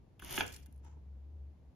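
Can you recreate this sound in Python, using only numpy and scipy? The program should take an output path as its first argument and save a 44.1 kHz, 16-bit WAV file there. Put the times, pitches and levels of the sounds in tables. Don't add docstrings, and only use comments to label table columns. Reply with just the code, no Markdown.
import sys
import numpy as np
from scipy import signal
from scipy.fft import rfft, irfft
from scipy.io import wavfile

SR = 44100
rng = np.random.default_rng(int(sys.argv[2]) if len(sys.argv) > 2 else 0)


def int16_out(signal):
    q = np.round(np.clip(np.atleast_2d(signal).T, -1, 1) * 32767)
    wavfile.write(sys.argv[1], SR, q.astype(np.int16))


N = 77175
T, HZ = np.arange(N) / SR, np.fft.rfftfreq(N, 1 / SR)

# (frequency [Hz], level [dB])
AIR_SPECTRUM = [(20, -12.5), (50, 3), (110, 5.5), (170, -3.5), (300, -8), (600, -17), (950, -22),
                (1300, -30.5), (2300, -33.5), (4000, -38.5), (7000, -43.5), (12000, -48), (15000, -55.5)]
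RUMBLE_SPECTRUM = [(20, -12.5), (50, -2.5), (100, -7.5), (150, 4.5), (260, -7.5), (450, -12.5), (1200, -30),
                   (4000, -70.5)]
AMBIENT_SIDE = [(60, -5.5), (150, -13), (380, -5.5), (950, -3), (5000, -1)]
# (time [s], level [dB])
HUM_ENVELOPE = [(.03, -60.5), (.17, -68.5), (.36, -83), (.54, -50.5), (.59, -58), (.66, -48.5), (.70, -63),
                (.77, -46), (.83, -55.5), (1.05, -51), (1.22, -50), (1.5, -50), (1.6, -60.5),
                (1.695, -53.5), (1.72, -81.5)]
# (frequency [Hz], level [dB], T60 [s])
ROOM_BANDS = [(60, -11.5, 0.77), (170, -8, 1), (300, -1.5, 0.15), (798, 2, 0.17), (2630, -8, 0.41),
              (6100, -13.5, 0.29), (12000, -12.5, 0.083)]
# (time [s], level [dB], rise [s], tilt [dB/octave])
RUSTLE_EVENTS = [(.816, -66, 0.047, -0.5), (.847, -69, 0.0058, -5.5), (.968, -63.5, 0.0045, -7.5)]
# (frequency [Hz], level [dB])
RUSTLE_SPECTRUM = [(300, 4.5), (650, -4), (880, 11), (1250, -1.5), (2400, -8.5), (3200, -5.5),
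                   (4300, -17.5), (5300, -7.5), (7200, -5), (9500, -22), (12000, -26.5)]
# (time [s], level [dB])
CHAIN_ENVELOPE = [(.2, -92), (.225, -64), (.275, -60), (.305, -53.5), (.342, -46.5), (.38, -44.5),
                  (.41, -49.5), (.45, -64), (.6, -69.5), (.66, -87), (.8, -87.5)]
# (frequency [Hz], level [dB])
CHAIN_SPECTRUM = [(1500, -31), (4000, -2.5), (6600, 1.5), (7400, -1), (8200, -25), (9100, 4.5), (10500, 3),
                  (12000, 0), (13500, -1.5), (16000, -16.5)]
SPILL_SPECTRUM = [(500, -43.5), (1700, 1), (3000, -8.5), (4500, 0.5), (7500, 4), (9500, 3.5), (11500, -5.5),
                  (15500, -6)]
# (time [s], level [dB], twice the rise time [s])
SPILL_EVENTS = [(0.457, -55, 0.016), (0.477, -52, 0.0029), (0.488, -61.5, 0.012), (0.521, -50.5, 0.007),
                (0.536, -54, 0.011), (0.561, -49.5, 0.0041), (0.626, -65, 0.0074)]
# (time [s], level [dB], frequency [Hz])
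CLINK_EVENTS = [(0.1936, -54, 11500), (0.1977, -44, 15000), (0.22, -48, 10600), (.227, -49.5, 11000),
                (0.24, -51, 11100), (0.247, -37, 10500), (0.2606, -46.5, 11450), (0.308, -33, 11730),
                (0.325, -32.5, 11930), (0.389, -38.5, 10220), (.3965, -34.5, 10820), (0.4361, -46, 12500),
                (0.4642, -38.5, 9900), (0.479, -39.5, 7440), (.526, -48, 12000), (.565, -46.5, 9800),
                (0.6601, -47, 12000), (0.665, -54.5, 9450), (0.7251, -57.5, 10630), (0.761, -65, 10000),
                (.778, -67, 9340), (0.8466, -60, 9430)]
# (frequency [Hz], level [dB], T60 [s])
CATCH_MODES = [(2645, -54, 0.0084), (3280, -53.5, .025)]
LEVER_MODES = [(1135, -48, 0.046), (1522, -44.5, 0.02796), (1680, -52.5, 0.034), (3340, -53, .03)]
# (time [s], level [dB])
SCRAPE_ENVELOPE = [(.205, -68.5), (.235, -57), (.275, -53), (.30, -49.5), (.335, -45.5), (.375, -46.5),
                   (.405, -40), (.44, -52.5), (.52, -63), (.62, -76.5), (.7, -90)]
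# (frequency [Hz], level [dB])
SCRAPE_SPECTRUM = [(100, 7), (280, -3.5), (500, -6), (700, -2.5), (1100, -2), (1500, -4), (2050, -2),
                   (3050, 2.5), (3380, 5.5), (3850, -11), (5500, -11), (6500, -4.5), (7800, -32),
                   (16000, -33)]
SCRAPE_SIDE = [(100, -13), (380, 12), (1200, -8.5), (3500, -19.5), (8000, -2)]
# (time [s], level [dB])
TABLE_STRIKES = [(.379, -50.5), (.410, -43)]
# (frequency [Hz], level [dB])
TABLE_SPECTRUM = [(90, -18), (170, -9), (490, 2.5), (630, -14), (850, -3), (1150, -25.5), (3000, -55)]
# (time [s], level [dB], frequency [Hz], rise [s], left-right phase [rad])
THUMP_EVENTS = [(0.22, -48, 61, 0.013, 0.5), (.226, -49.5, 300, 0.0016, 1), (.241, -50, 284, 0.0031, -1),
                (0.3826, -28.5, 314.6, 0.0012, 2), (0.38, -48, 199.4, 0.005, -0.5),
                (0.395, -49, 91.3, 0.029, 0), (.42, -40, 254.5, .003, 1.96),
                (0.683, -57.5, 255, 0.004, 0.5)]
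# (time [s], level [dB], T60 factor [ratio], tilt [dB/octave])
KNOCK_EVENTS = [(0.1982, -50, 0.92, 5), (.3771, -38.5, 0.46, -4), (.378, -24, 0.77, 1),
                (.3804, -34, 1.2, 1.5), (0.3949, -36, 0.82, 1.5), (.40748, -22, 0.76, 5),
                (.4087, -22.5, 0.56, 6.5), (0.4104, -34.5, 0.41, 13.5), (.4136, -39.5, .9, -3.5),
                (.4345, -40.5, 0.73, 11), (.661, -66, 2.6, -5)]
# (frequency [Hz], level [dB], T60 [s])
FRAME_MODES = [(826, -11.5, 0.038), (880, -14.5, 0.099), (1420, -16, 0.02), (1507, -7, 0.035),
               (1678, -2, 0.035), (2085, -5, .03), (2424, -2, 0.021), (2670, -7, 0.019), (2795, -5, 0.051),
               (3250, -13.5, .03), (3254, -11, 0.038), (4800, -11, 0.015)]
# (frequency [Hz], gain [dB])
TREBLE_COLOUR = [(7000, 0), (7600, -3), (8200, -15.5), (9000, -1), (13700, 1), (15000, -8.5), (16000, -11)]


def amp(db):
    return 10 ** (np.asarray(db) / 20)


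def unit(x):
    return x / np.sqrt(np.mean(x ** 2) + 1e-20)


def read(points, hz):
    f, value = np.transpose(points)
    return np.interp(np.log(hz + 1), np.log(f + 1), value)


def envelope(points):
    return amp(np.interp(T, *np.transpose(points), left=-np.inf, right=-np.inf))


def add(mix, start, sound):
    part = mix[:, round(start * SR):][:, :sound.shape[1]]
    part += sound[:, :part.shape[1]]


def tint(x, spectrum):
    return irfft(rfft(x) * amp(read(spectrum, HZ)), N)


def stereo(mid, side):
    return np.array([mid + side, mid - side])


def drift():
    return unit(irfft(rfft(rng.standard_normal(N)) * np.exp(-(HZ / 14) ** 2), N))


def grains(per_s, spread_db, t60=0.0071):
    size = amp(spread_db * np.minimum(rng.exponential(1, N), 4))
    contacts = size * (rng.random(N) < per_s / SR)
    kind = rng.integers(0, 16, N)
    rings = rng.standard_normal((16, 2, 1024)) * amp(-60 * T[:1024] / t60)
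    return unit(sum(signal.oaconvolve((contacts * (kind == k))[None], ring, axes=1)[:, :N]
                    for k, ring in enumerate(rings)))


def room_noise(spectrum):
    mid, side = rng.standard_normal((2, N))
    return unit(tint(stereo(mid, tint(side, AMBIENT_SIDE)), spectrum))


def hum(pitch_hz=70.7, wander_hz=2.76, waver_db=1.5):
    hz = pitch_hz + wander_hz * drift()
    db = np.interp(T, *np.transpose(HUM_ENVELOPE)) + waver_db * drift()
    return amp(db) * unit(np.sin(2 * np.pi * np.cumsum(hz) / SR))


def background():
    air = amp(-62) * room_noise(AIR_SPECTRUM)
    rumble = room_noise(RUMBLE_SPECTRUM)
    return (air + hum() + amp(-71 + 2.5 * drift()) * rumble) * amp([[.7], [-.7]])


def room(x, send_db=0, near_db=-7, near_t60=.03, tail_db=-4.5, tail_delay_s=0.0048):
    t, bands = T[:SR // 2], np.array(ROOM_BANDS)
    near = rng.standard_normal((2, len(t))) * amp(-60 * t / near_t60) * (t > .001)
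    near = signal.sosfilt(signal.butter(2, 200, "high", fs=SR, output="sos"), near)
    hz, when, diffuse = signal.stft(rng.standard_normal((2, len(t))), SR, nperseg=256)
    diffuse *= amp(-60 * when / read(bands[:, [0, 2]], hz)[:, None])
    uncoloured = signal.istft(diffuse, SR, nperseg=256)[1]
    diffuse *= amp(read(bands[:, :2], hz))[:, None]
    tail = signal.istft(diffuse, SR, nperseg=256)[1][:, :len(t)] * (t > tail_delay_s)
    response = amp(near_db) * near / np.linalg.norm(near[0])
    response += amp(tail_db) * tail / np.linalg.norm(uncoloured[0])
    return x + amp(send_db) * signal.fftconvolve(x, response, axes=1)[:, :N]


def rustles():
    out = 0
    for start, db, rise, tilt in RUSTLE_EVENTS:
        age = np.maximum(T - start, 0) / rise
        spectrum = [(hz, band_db + tilt * np.log2(hz / 1000)) for hz, band_db in RUSTLE_SPECTRUM]
        rub = unit(tint(grains(per_s=1500, spread_db=0), spectrum))
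        out += amp(db) * (age * np.exp(1 - age)) ** 2 * rub
    return out


def chain():
    mid, side = grains(per_s=2800, spread_db=4.5)
    rattle = unit(tint(stereo(mid, amp(-2) * side), CHAIN_SPECTRUM))
    spill = unit(tint(grains(per_s=2200, spread_db=1.5), SPILL_SPECTRUM))
    spill_gain = 0
    for start, db, length in SPILL_EVENTS:
        age = np.maximum(T - start, 0) / (length / 2)
        spill_gain += amp(db) * age * np.exp(1 - age)
    return envelope(CHAIN_ENVELOPE) * rattle + spill_gain * spill


def clinks(rise_s=0.00086, t60=0.013, half_width_hz=610, tick_db=-12.5):
    out, t = np.zeros((2, N)), T[:2048]
    hz = np.fft.rfftfreq(len(t), 1 / SR)
    tick = amp(tick_db) * hz / (hz + 1500)
    for start, db, pitch in CLINK_EVENTS:
        resonance = 1 / (1 + ((hz - pitch) / half_width_hz) ** 2)
        phasors = np.exp(2j * np.pi * rng.random((2, len(hz))))
        ring = unit(irfft((resonance + tick) * phasors))
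        add(out, start, amp(db - 60 * t / t60) * np.minimum(t / rise_s, 1) * ring)
    return out


def struck(modes, start_s, rise_s):
    t = np.maximum(T - start_s, 0)
    decay_s = np.maximum(t - rise_s, 0)
    ring = sum(amp(db - 60 * decay_s / t60) * np.sin(2 * np.pi * hz * t) for hz, db, t60 in modes)
    return np.minimum(t / rise_s, 1) * ring


def lever():
    click = struck(CATCH_MODES, start_s=.1945, rise_s=.0012)
    tock = struck(LEVER_MODES, start_s=.2218, rise_s=.0015)
    return stereo(click + tock, 0)


def scrape():
    mid, side = grains(per_s=3500, spread_db=-1.5, t60=0.002)
    slips = stereo(mid, tint(side, SCRAPE_SIDE))
    return envelope(SCRAPE_ENVELOPE) * unit(tint(slips, SCRAPE_SPECTRUM))


def table_ring(rise_s=.005, t60=0.3, side_db=2):
    mid, side = rng.standard_normal((2, N))
    gain = 0
    for start, db in TABLE_STRIKES:
        t = np.maximum(T - start, 0)
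        gain += np.minimum(t / rise_s, 1) * amp(db - 60 * t / t60)
    return gain * unit(tint(stereo(mid, amp(side_db) * side), TABLE_SPECTRUM))


def thumps():
    out, t = np.zeros((2, N)), T[:SR // 5]
    for start, db, hz, rise, phase in THUMP_EVENTS:
        swell = t / rise * np.exp(1 - t / rise)
        add(out, start, amp(db) * swell * np.sin(2 * np.pi * hz * t + np.array([[phase], [0]])))
    return out


def knocks(contact_band_hz=(617, 3800), side_db=-7.5):
    out, t = np.zeros((2, N)), T[:SR // 5]
    for start, db, t60_factor, tilt in KNOCK_EVENTS:
        mid = side = 0
        for hz, mode_db, t60 in FRAME_MODES:
            onset_db = db + mode_db + tilt * np.log2(hz / 2000)
            decay = amp(onset_db - 60 * t / (t60 * t60_factor)) / 2
            mid += decay * np.sin(2 * np.pi * hz * t)
            side += decay * np.sin(2 * np.pi * (hz * t + rng.random()))
        add(out, start, stereo(mid, amp(side_db) * side))
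    return signal.sosfilt(signal.butter(3, contact_band_hz, "band", fs=SR, output="sos"), out)


def scene():
    guillotine = lever() + knocks() + thumps() + scrape() + chain() + rustles()
    return room(guillotine) + room(clinks(), send_db=-7.5) + table_ring() + background()


def record(dry, cutoff_hz=15900):
    lowpass = signal.firwin(511, cutoff_hz, window=("kaiser", 9), fs=SR)
    return signal.oaconvolve(tint(dry, TREBLE_COLOUR), lowpass[None], "same")


dry = scene()
out = record(dry)
int16_out(out)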